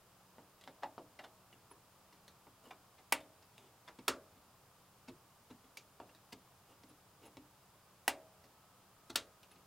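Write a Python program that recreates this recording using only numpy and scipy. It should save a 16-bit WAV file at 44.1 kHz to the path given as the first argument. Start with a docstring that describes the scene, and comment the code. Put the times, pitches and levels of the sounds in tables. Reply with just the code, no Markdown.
"""Fitting two memory modules

In an open steel computer case in a quiet room, each module is nudged and scraped into its slot,
then pressed home end by end: the plastic latch snaps and rebounds, the motherboard rings, and case
and room carry the sound on. Knocks, presses, scrapes and rubs are clusters of tiny slips that drive
the same board. Springs ping, the guides squeak; ventilation, hum and microphone hiss lie underneath."""
import sys
import numpy as np
from scipy import signal
from scipy.fft import rfft, irfft
from scipy.io import wavfile
from scipy.ndimage import uniform_filter1d

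SR = 44100
rng = np.random.default_rng(int(sys.argv[2]) if len(sys.argv) > 2 else 0)


def master_out(mix):
    """Clip the mix to full scale and print it as 16-bit PCM to the path in sys.argv[1]."""
    frames = np.transpose(np.atleast_2d(mix))
    ceiling = np.clip(frames, -1, 1)
    pcm = np.round(ceiling * 32767).astype(np.int16)
    wavfile.write(sys.argv[1], SR, pcm)


N = 426006
HIT_SIZE = 32768
HEAD_S = .05  # opening part of a hit, over which its level is set
T = np.arange(HIT_SIZE) / SR
F = np.arange(HIT_SIZE // 2 + 1) * SR / HIT_SIZE

# bands of a snap's colour: (edge [Hz])
SNAP_EDGES_HZ = [80, 200, 400, 700, 1100, 1700, 3000, 5500, 7500, 11500, 15500]
# bands of a touch's colour: (edge [Hz])
TOUCH_EDGES_HZ = [80, 200, 350, 600, 1100, 2600, 6000, 15500]


def snaps(slip_db=-11, slip_hz=1500, contact_db=-5, contact_t60_s=0.0092, rebound_db=-3):
    """The module slips into its contacts, the latch hits and rebounds, and the case gives."""
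    # latch closures: (time [s], slip before [s], rebound after [s], latch and seat pitch [Hz],
    # level [dB], extra weight on the board [dB], ring passed to the case [dB])
    closures = [(3.1238, .0025, .0021, 920, -35.5, -2, -1.5), (4.081, .0016, .0025, 1300, -39.4, 5, -1),
                (8.079, .001, .002, 800, -37.5, 1, 0), (9.1578, .003, .0014, 3770, -39.5, -4.5, 0)]
    out = np.zeros(N)
    contact = fade(contact_t60_s) * (1 - np.exp(-T / 0.00021))  # plastic yields before it cracks
    slip_lowpass = signal.butter(2, slip_hz, fs=SR, output="sos")
    for s, slip_s, rebound_s, hz, db, weight_db, case_db in closures:
        hit, rebound, slip = rng.standard_normal((3, HIT_SIZE))
        sound = board(s, crack_db=-14, wash_db=case_db - 17.5, modes_db=case_db - 25.5, crack_t60_s=0.06)
        sound += undb(contact_db) * hit * contact
        add(sound, rebound_s, undb(contact_db + rebound_db) * rebound * contact)
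        lead = max(int(slip_s * SR), 8)
        slip = undb(slip_db) * signal.sosfilt(slip_lowpass, slip[:lead]) * np.linspace(.2, 1, lead)
        sound = radiate(np.r_[slip, sound], hz, boost_db=7, q=3.3, top_hz=22000, low_hz=190)
        add(out, s - lead / SR, colour(sound, SNAP_EDGES_HZ, db + latch_colour(s, hz, weight_db)))
        add(out, s, thump(-66 + 4 * hand_place(s)))  # more give at the upper end
    return out


def latch_colour(s, hz, weight_db, weight_hz=1300, ring_db=2.0, ring_octaves=0.48):
    """Band dB of the latch under the hand: its seat rings; a heavier push brings out the board's lows."""
    # latch at each end of a slot: (level per snap band [dB])
    lower_db = [-32.5, -13.5, -9, -4, -7, 0, -6.5, -11.5, -5, -9]
    upper_db = [-26.5, -11.5, -9, -10, -5, -4.5, -0.9, -7, -4.5, -9.5]
    place = hand_place(s)
    latch_db = (1 - place) * np.array(lower_db) + place * np.array(upper_db)
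    lows = 1 / (1 + (band_centres(SNAP_EDGES_HZ) / weight_hz) ** 2)
    return latch_db + weight_db * lows + ring_db * ring_share(SNAP_EDGES_HZ, hz, ring_octaves)


def knocks(ring_octaves=0.79):
    """The module meets the slot with a clack, gathered round the pitch of the struck part."""
    # knocks on the slot: (time [s], contact [s], pitch [Hz], level [dB], tilt [dB/octave], ring [dB])
    contacts = [(0.383, 0.0014, 900, -63.5, -4.5, -0.5), (.676, .0009, 825, -55.5, -1.2, -2.5),
                (0.824, 0.0076, 820, -64, 0, 11), (0.8337, .0018, 854, -53, 0.2, 11),
                (0.98, 0.0018, 714, -55.5, -3, 3.5), (1.19, 0.0059, 2040, -57.5, 0.5, 4.5),
                (1.233, 0.021, 3340, -56.5, 1.3, -0.5), (1.713, 0.0057, 420, -64.5, -1.5, 3.5),
                (2.469, 0.0022, 450, -65, -3, 2), (2.7081, 0.0059, 1110, -61, 1.5, 6.5),
                (2.973, 0.029, 750, -69.5, 1, 0), (3.873, 0.018, 1950, -58, 1.3, 2),
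                (6.001, 0.001, 714, -57.5, -2.5, 3.5)]
    # knock colour: (level per touch band [dB])
    knock_db = [-20.5, -10, -7, -1, -5, -7.7, -21]
    out = np.zeros(N)
    for s, length_s, hz, db, tilt_db, ring_db in contacts:
        band_db = np.array(knock_db) + ring_db * ring_share(TOUCH_EDGES_HZ, hz, ring_octaves)
        clack = touch(s, length_s, hz, db, tilt_db, band_db, case_db=-1, boost_db=3, q=9.4, sustain=0.83)
        add(out, s, clack)
    return out


def presses(flex_hz=292, give_db=-13):
    """A fingertip loads the module: the board thuds on its posts, contacts rasp, the case gives."""
    # finger presses: (time [s], contact [s], level [dB], tilt [dB/octave])
    contacts = [(3.9885, 0.0043, -58, -1), (4.347, 0.046, -72, -.7), (5.073, .028, -55, -.5),
                (5.494, 0.033, -58.5, -1.3), (5.636, 0.018, -69.5, -1), (6.32, 0.017, -59, 2),
                (6.833, .008, -66.5, 0), (6.887, 0.038, -68, -0.5), (7.37, 0.0024, -58.5, -0.5),
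                (9.0974, 0.01, -56.5, 1.7)]
    # press colour: (level per touch band [dB])
    press_db = [-11.5, 0, -6, -7.5, -9.5, -7.5, -16.5]
    out = np.zeros(N)
    for s, length_s, db, tilt_db in contacts:
        add(out, s, touch(s, length_s, flex_hz, db, tilt_db, press_db,
                          case_db=-2.5, boost_db=0, q=4.0, sustain=0.62))
        add(out, s, thump(db + give_db))
    return out


def scrapes():
    """The module's edge drags over the small, stiff contact springs."""
    # ticks and scrapes: (time [s], contact [s], pitch [Hz], level [dB], tilt [dB/octave])
    contacts = [(0.612, 0.0034, 3580, -70.5, 1), (.639, 0.0011, 3350, -70, 0.5),
                (1.527, 0.0027, 2800, -73.5, -1.5), (2.121, .016, 4500, -74, -1),
                (2.28, 0.00079, 4120, -66.5, 1.5), (3.204, 0.0067, 3670, -71.5, 1),
                (3.416, 0.022, 5000, -75.5, 0.5), (3.58, .002, 3100, -68, 1.1),
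                (5.772, .0008, 2340, -60.5, 3), (6.083, .025, 3020, -75, -1.5),
                (6.149, 0.0018, 3920, -73, 0.5), (8.438, 0.009, 4700, -75.5, -1.5),
                (9.431, 0.00082, 2720, -70.5, 1.2), (9.512, 0.007, 2760, -73, -0.5),
                (9.553, 0.014, 2780, -77, -2)]
    # scrape colour: (level per touch band [dB])
    scrape_db = [-15, -7, -4.5, -5.5, -2.5, 0, -8]
    out = np.zeros(N)
    for s, length_s, hz, db, tilt_db in contacts:
        add(out, s, touch(s, length_s, hz, db, tilt_db, scrape_db,
                          case_db=1, boost_db=7, q=5.0, sustain=0.96))
    return out


def rubs(module_hz=2900):
    """Skin drags over the module's thin board in a long run of tiny slips."""
    # fingertip slides: (time [s], length [s], level [dB])
    slides = [(2.609, 0.11, -71), (3.5, 0.25, -78), (6.663, 0.088, -75.5), (7.194, 0.11, -70)]
    # rub colour: (level per touch band [dB])
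    rub_db = [-15, 1.5, 2.5, 1, -5.5, -2.5, -6]
    out = np.zeros(N)
    for s, length_s, db in slides:
        add(out, s, touch(s, length_s, module_hz, db, tilt_db=0, band_db=rub_db,
                          case_db=-8, boost_db=8, q=8.0, sustain=0.83))
    return out


def pings():
    """A flicked free latch or contact spring rings in one decaying mode."""
    # flicks: (time [s], pitch [Hz], t60 [s], peak [dB])
    flicks = [(1.529, 2900, 0.037, -55), (5.772, 2320, 0.034, -42.5), (5.7725, 4820, 0.071, -56),
              (9.4315, 2850, 0.044, -59)]
    out = np.zeros(N)
    for s, hz, t60_s, db in flicks:
        add(out, s, undb(db) * fade(t60_s) * np.sin(2 * np.pi * hz * T))
    return out


def squeaks(pitch_hz=10250, jitter=0.05):
    """The module's edge sticks and slips in its plastic guide: brief chirps of unsteady pitch."""
    # chirps: (time [s], length [s], rms at the crest [dB])
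    chirps = [(1.702, .03, -61.5), (6.882, .028, -68.5), (7.249, 0.035, -65.5), (9.508, .022, -65.5)]
    out = np.zeros(N)
    for s, length_s, db in chirps:
        size = int(length_s * SR)
        chirp = tone(pitch_hz * (1 + jitter * wander(2000, size)))
        add(out, s, undb(db) * np.hanning(size) * chirp)
    return out


def touch(s, length_s, hz, db, tilt_db, band_db, case_db, boost_db, q, sustain):
    """A cluster of tiny slips drives the board: short ones tick or knock, long ones rub."""
    scatter_db, brisk_s = 3.0, 0.0036
    size = max(int(length_s * SR), 8)
    chance, push, weight = rng.standard_normal((3, HIT_SIZE))[:, :size]
    force = (chance > 1.3) * push * undb(scatter_db * weight) * np.hanning(size)
    # a brisk touch lands with its full weight at once
    force[0] += 3 * (np.linalg.norm(force) + 0.092) * np.exp(-length_s / brisk_s)
    response = board(s, crack_db=case_db - 19.5, wash_db=case_db - 23.5, modes_db=case_db - 36.5,
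                     crack_t60_s=0.033, sustain=sustain)
    sound = radiate(signal.fftconvolve(force, response), hz, boost_db, q, top_hz=10900)
    octaves = np.log2(band_centres(TOUCH_EDGES_HZ) / hz)
    return colour(sound, TOUCH_EDGES_HZ, db + np.array(band_db) + tilt_db * octaves, max(HEAD_S, length_s))


def board(s, crack_db, wash_db, modes_db, crack_t60_s, sustain=1):
    """One tap: pulse, plastic crack, wash and modes. The hand damps ring times to the share sustain."""
    ring = board_modes(hand_place(s), sustain)
    wash = case_wash(sustain)
    crack = rng.standard_normal(HIT_SIZE) * fade(crack_t60_s)
    return (T == 0) + undb(crack_db) * crack + undb(wash_db) * wash + undb(modes_db) * ring


def board_modes(place, sustain, detune=0.0016):
    """Board and case ring in damped modes whose strengths depend on the place struck."""
    # modes: (pitch [Hz], free t60 [s], level struck at lower end [dB], at upper end [dB])
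    modes = [(262.2, 0.25, -2.5, -5), (299.6, 0.42, -7, -16), (348, 0.26, -15, -9.5),
             (403, 0.14, -17, -5.5), (564, 0.43, -12, -15), (639, 0.66, -15, -18.5), (742, 0.1, -10, -17),
             (800, 0.05, 2.5, -22), (925, 0.097, -1, -0.5), (1176, 0.15, -13, -6.5), (1378, 0.15, -23, -10),
             (1401, 0.08, -30, -5), (1510, 0.069, 1.5, -27), (1952, 0.046, 7.5, -18),
             (2235, 0.072, -5.5, -19), (2340, 0.11, -15, -8), (2756, 0.11, -3, -3), (2860, 0.06, -1, -6),
             (3650, 0.017, -11, 11.5), (4460, 0.07, -15, 2), (5280, 0.037, 8, 7.5), (8260, .03, -2, -7),
             (10700, 0.018, 14, 10)]
    ring = np.zeros(HIT_SIZE)
    for hz, t60_s, lower_db, upper_db in modes:
        offset, polarity = rng.standard_normal(2)
        t = T[T < 1.2 * t60_s]
        gain = np.sign(polarity) * undb(lower_db + place * (upper_db - lower_db))
        decay = fade(sustain * t60_s)[:len(t)]
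        ring[:len(t)] += gain * decay * np.sin(2 * np.pi * hz * (1 + detune * offset) * t)
    return ring


def case_wash(sustain, bloom_s=0.0022):
    """Countless weak modes merge into noise that builds up in the case and dies away in the room."""
    # wash bands: (centre [Hz], free case t60 [s], free room t60 [s], room level [dB])
    bands = [(150, 0.37, 0.69, -20), (400, 0.3, 0.49, -4.5), (1000, 0.19, 0.68, -21.5),
             (2720, 0.16, 0.32, -32), (7000, 0.14, 0.33, -28), (14200, 0.042, 0.27, -34)]
    centres_hz = np.transpose(bands)[0]
    spectrum = rfft(rng.standard_normal(HIT_SIZE))
    wash = np.zeros(HIT_SIZE)
    for (_, case_t60_s, room_t60_s, room_db), share in zip(bands, np.eye(len(bands))):
        decay = np.hypot(fade(sustain * case_t60_s), sustain * undb(room_db) * fade(sustain * room_t60_s))
        wash += irfft(spectrum * log_interp(F, centres_hz, share)) * decay
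    return wash * (1 - np.exp(-T / bloom_s))


def radiate(x, hz, boost_db, q, top_hz, low_hz=110):
    """The touched part adds its own resonance; so small a plate radiates little deep bass."""
    part = 1 + undb(boost_db) * resonance(F, hz, hz / q)
    softness = 1 / (1 + 1j * F / top_hz) ** 2
    sound = irfft(rfft(x[:HIT_SIZE]) * part * softness)
    return signal.sosfilt(signal.butter(2, low_hz, "high", fs=SR, output="sos"), sound)


def thump(db, band_hz=(45, 110), t60_s=0.47, rise_s=0.0052):
    """The whole case gives under the thumb with a low rumble."""
    bandpass = signal.butter(2, band_hz, "band", fs=SR, output="sos")
    rumble = signal.sosfilt(bandpass, rng.standard_normal(HIT_SIZE))
    return undb(db) * rumble / rumble.std() * fade(t60_s) * (1 - np.exp(-T / rise_s))


def hand_place(s):
    """Position of the hand along the slot."""
    # hand path: (time [s], place [0 = lower end, 1 = upper end])
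    path = [(0, .1), (3.2, 0), (3.5, 1), (4.4, 1), (5, .7), (6.5, .6), (7.2, 0), (8.2, 0), (8.7, 1)]
    return np.interp(s, *np.transpose(path))


def room_tone():
    """Steady ventilation and hiss, wavering fan and mains hum, and a faint far whine."""
    # ventilation: (frequency [Hz], density [dB/Hz])
    ventilation = [(25, -108), (55, -102.5), (90, -94), (135, -93), (165, -100), (240, -102.5),
                   (500, -101.5), (800, -100), (1200, -100), (1550, -107), (2100, -115), (3000, -117),
                   (4000, -124), (15000, -136)]
    # bumps in the hiss: (centre [Hz], nominal width [Hz], density [dB/Hz])
    hiss_bumps = [(2850, 1700, -114), (5000, 320, -116.5), (6970, 160, -119), (9100, 1600, -124)]
    # fan and mains lines: (pitch [Hz], rms [dB])
    hum_lines = [(91.5, -89), (119.5, -90), (188, -81)]
    # far whine: (time [s], pitch [Hz], rms [dB])
    whine_path = [(8.35, 1280, -100), (8.55, 1288, -78), (8.72, 1295, -80), (8.87, 1280, -95),
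                  (9.0, 1263, -77.5), (9.35, 1256, -77), (9.66, 1242, -82)]
    air = noise(*np.transpose(ventilation))
    f = F[1:]
    bumps = sum(undb(db) * np.abs(resonance(f, hz, 1.77 * width)) ** 2 for hz, width, db in hiss_bumps)
    hiss = noise(f, 20 * np.log10(bumps))
    hum = sum(undb(db + 2 * wander(9, N)) * tone(hz + 4 * wander(20, N)) for hz, db in hum_lines)
    s, hz, db = np.transpose(whine_path)
    t = np.arange(N) / SR
    whine = np.interp(t, s, undb(db), left=0) * tone(np.interp(t, s, hz))
    return air + hiss + hum + whine


def microphone_hiss():
    """Nearly white noise, independent in each channel."""
    return np.array([noise(hz=[40, 300, 2000, 15000], db=[-111, -111.5, -113, -113]) for _ in range(2)])


def colour(x, edges_hz, band_db, head_s=HEAD_S):
    """Two minimum-phase passes bring the head of a hit towards its rms level in each band."""
    for _ in range(2):
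        power = 2 * np.abs(rfft(x * (T < head_s))) ** 2 / (HIT_SIZE * head_s * SR)
        rms = np.sqrt([power[(F >= lo) & (F < hi)].sum() for lo, hi in zip(edges_hz, edges_hz[1:])])
        cepstrum = irfft(log_interp(F, band_centres(edges_hz), np.log(undb(band_db) / rms)))
        causal = cepstrum * (1 + np.sign(T)) * (T < T[-1] / 2)
        x = irfft(rfft(x) * np.exp(rfft(causal)))
    return x


def resonance(f, hz, width_hz):
    """Response of one damped mode, gain 1 at its centre."""
    return 1j * f * width_hz / (hz ** 2 - f ** 2 + 1j * f * width_hz)


def ring_share(edges_hz, hz, octaves):
    """Bell-shaped weight of a part's ring in each band."""
    return np.exp(-.5 * (np.log2(band_centres(edges_hz) / hz) / octaves) ** 2)


def band_centres(edges_hz):
    """Geometric middle of each band."""
    edges_hz = np.array(edges_hz, float)
    return np.sqrt(edges_hz[1:] * edges_hz[:-1])


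def noise(hz, db):
    """Steady noise with a given density in dB/Hz."""
    f = np.arange(N // 2 + 1) * SR / N
    return irfft(rfft(rng.standard_normal(N)) * undb(log_interp(f, hz, db)) * np.sqrt(SR / 2), N)


def tone(hz):
    """Unit-rms sine along a pitch curve."""
    return np.sqrt(2) * np.sin(2 * np.pi * np.cumsum(hz) / SR)


def wander(rate_hz, size):
    """Smooth random drift with a spread near 1."""
    step = max(int(SR / rate_hz), 1)
    return uniform_filter1d(np.repeat(rng.standard_normal(size // step + 1), step), step)[:size]


def fade(t60_s):
    """Exponential decay over the length of a hit."""
    return np.exp(-np.log(1000) * T / t60_s)


def log_interp(f, hz, values):
    """Interpolate on a log-frequency axis."""
    return np.interp(np.log(np.maximum(f, 1)), np.log(hz), values)


def undb(db):
    """Decibels to gain."""
    return 10 ** (np.asarray(db) / 20)


def add(out, s, x):
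    """Mix x into out from time s on."""
    start = int(s * SR)
    out[start:start + len(x)] += x[:len(out) - start]


def scene():
    """One microphone feeds both channels; each adds its own hiss."""
    hiss = microphone_hiss()
    return snaps() + knocks() + presses() + scrapes() + rubs() + pings() + squeaks() + room_tone() + hiss


def record(dry):
    """Steep low-pass at 15.8 kHz."""
    return signal.sosfilt(signal.ellip(10, .1, 70, 15800, fs=SR, output="sos"), dry)


dry = scene()
out = record(dry)
master_out(out)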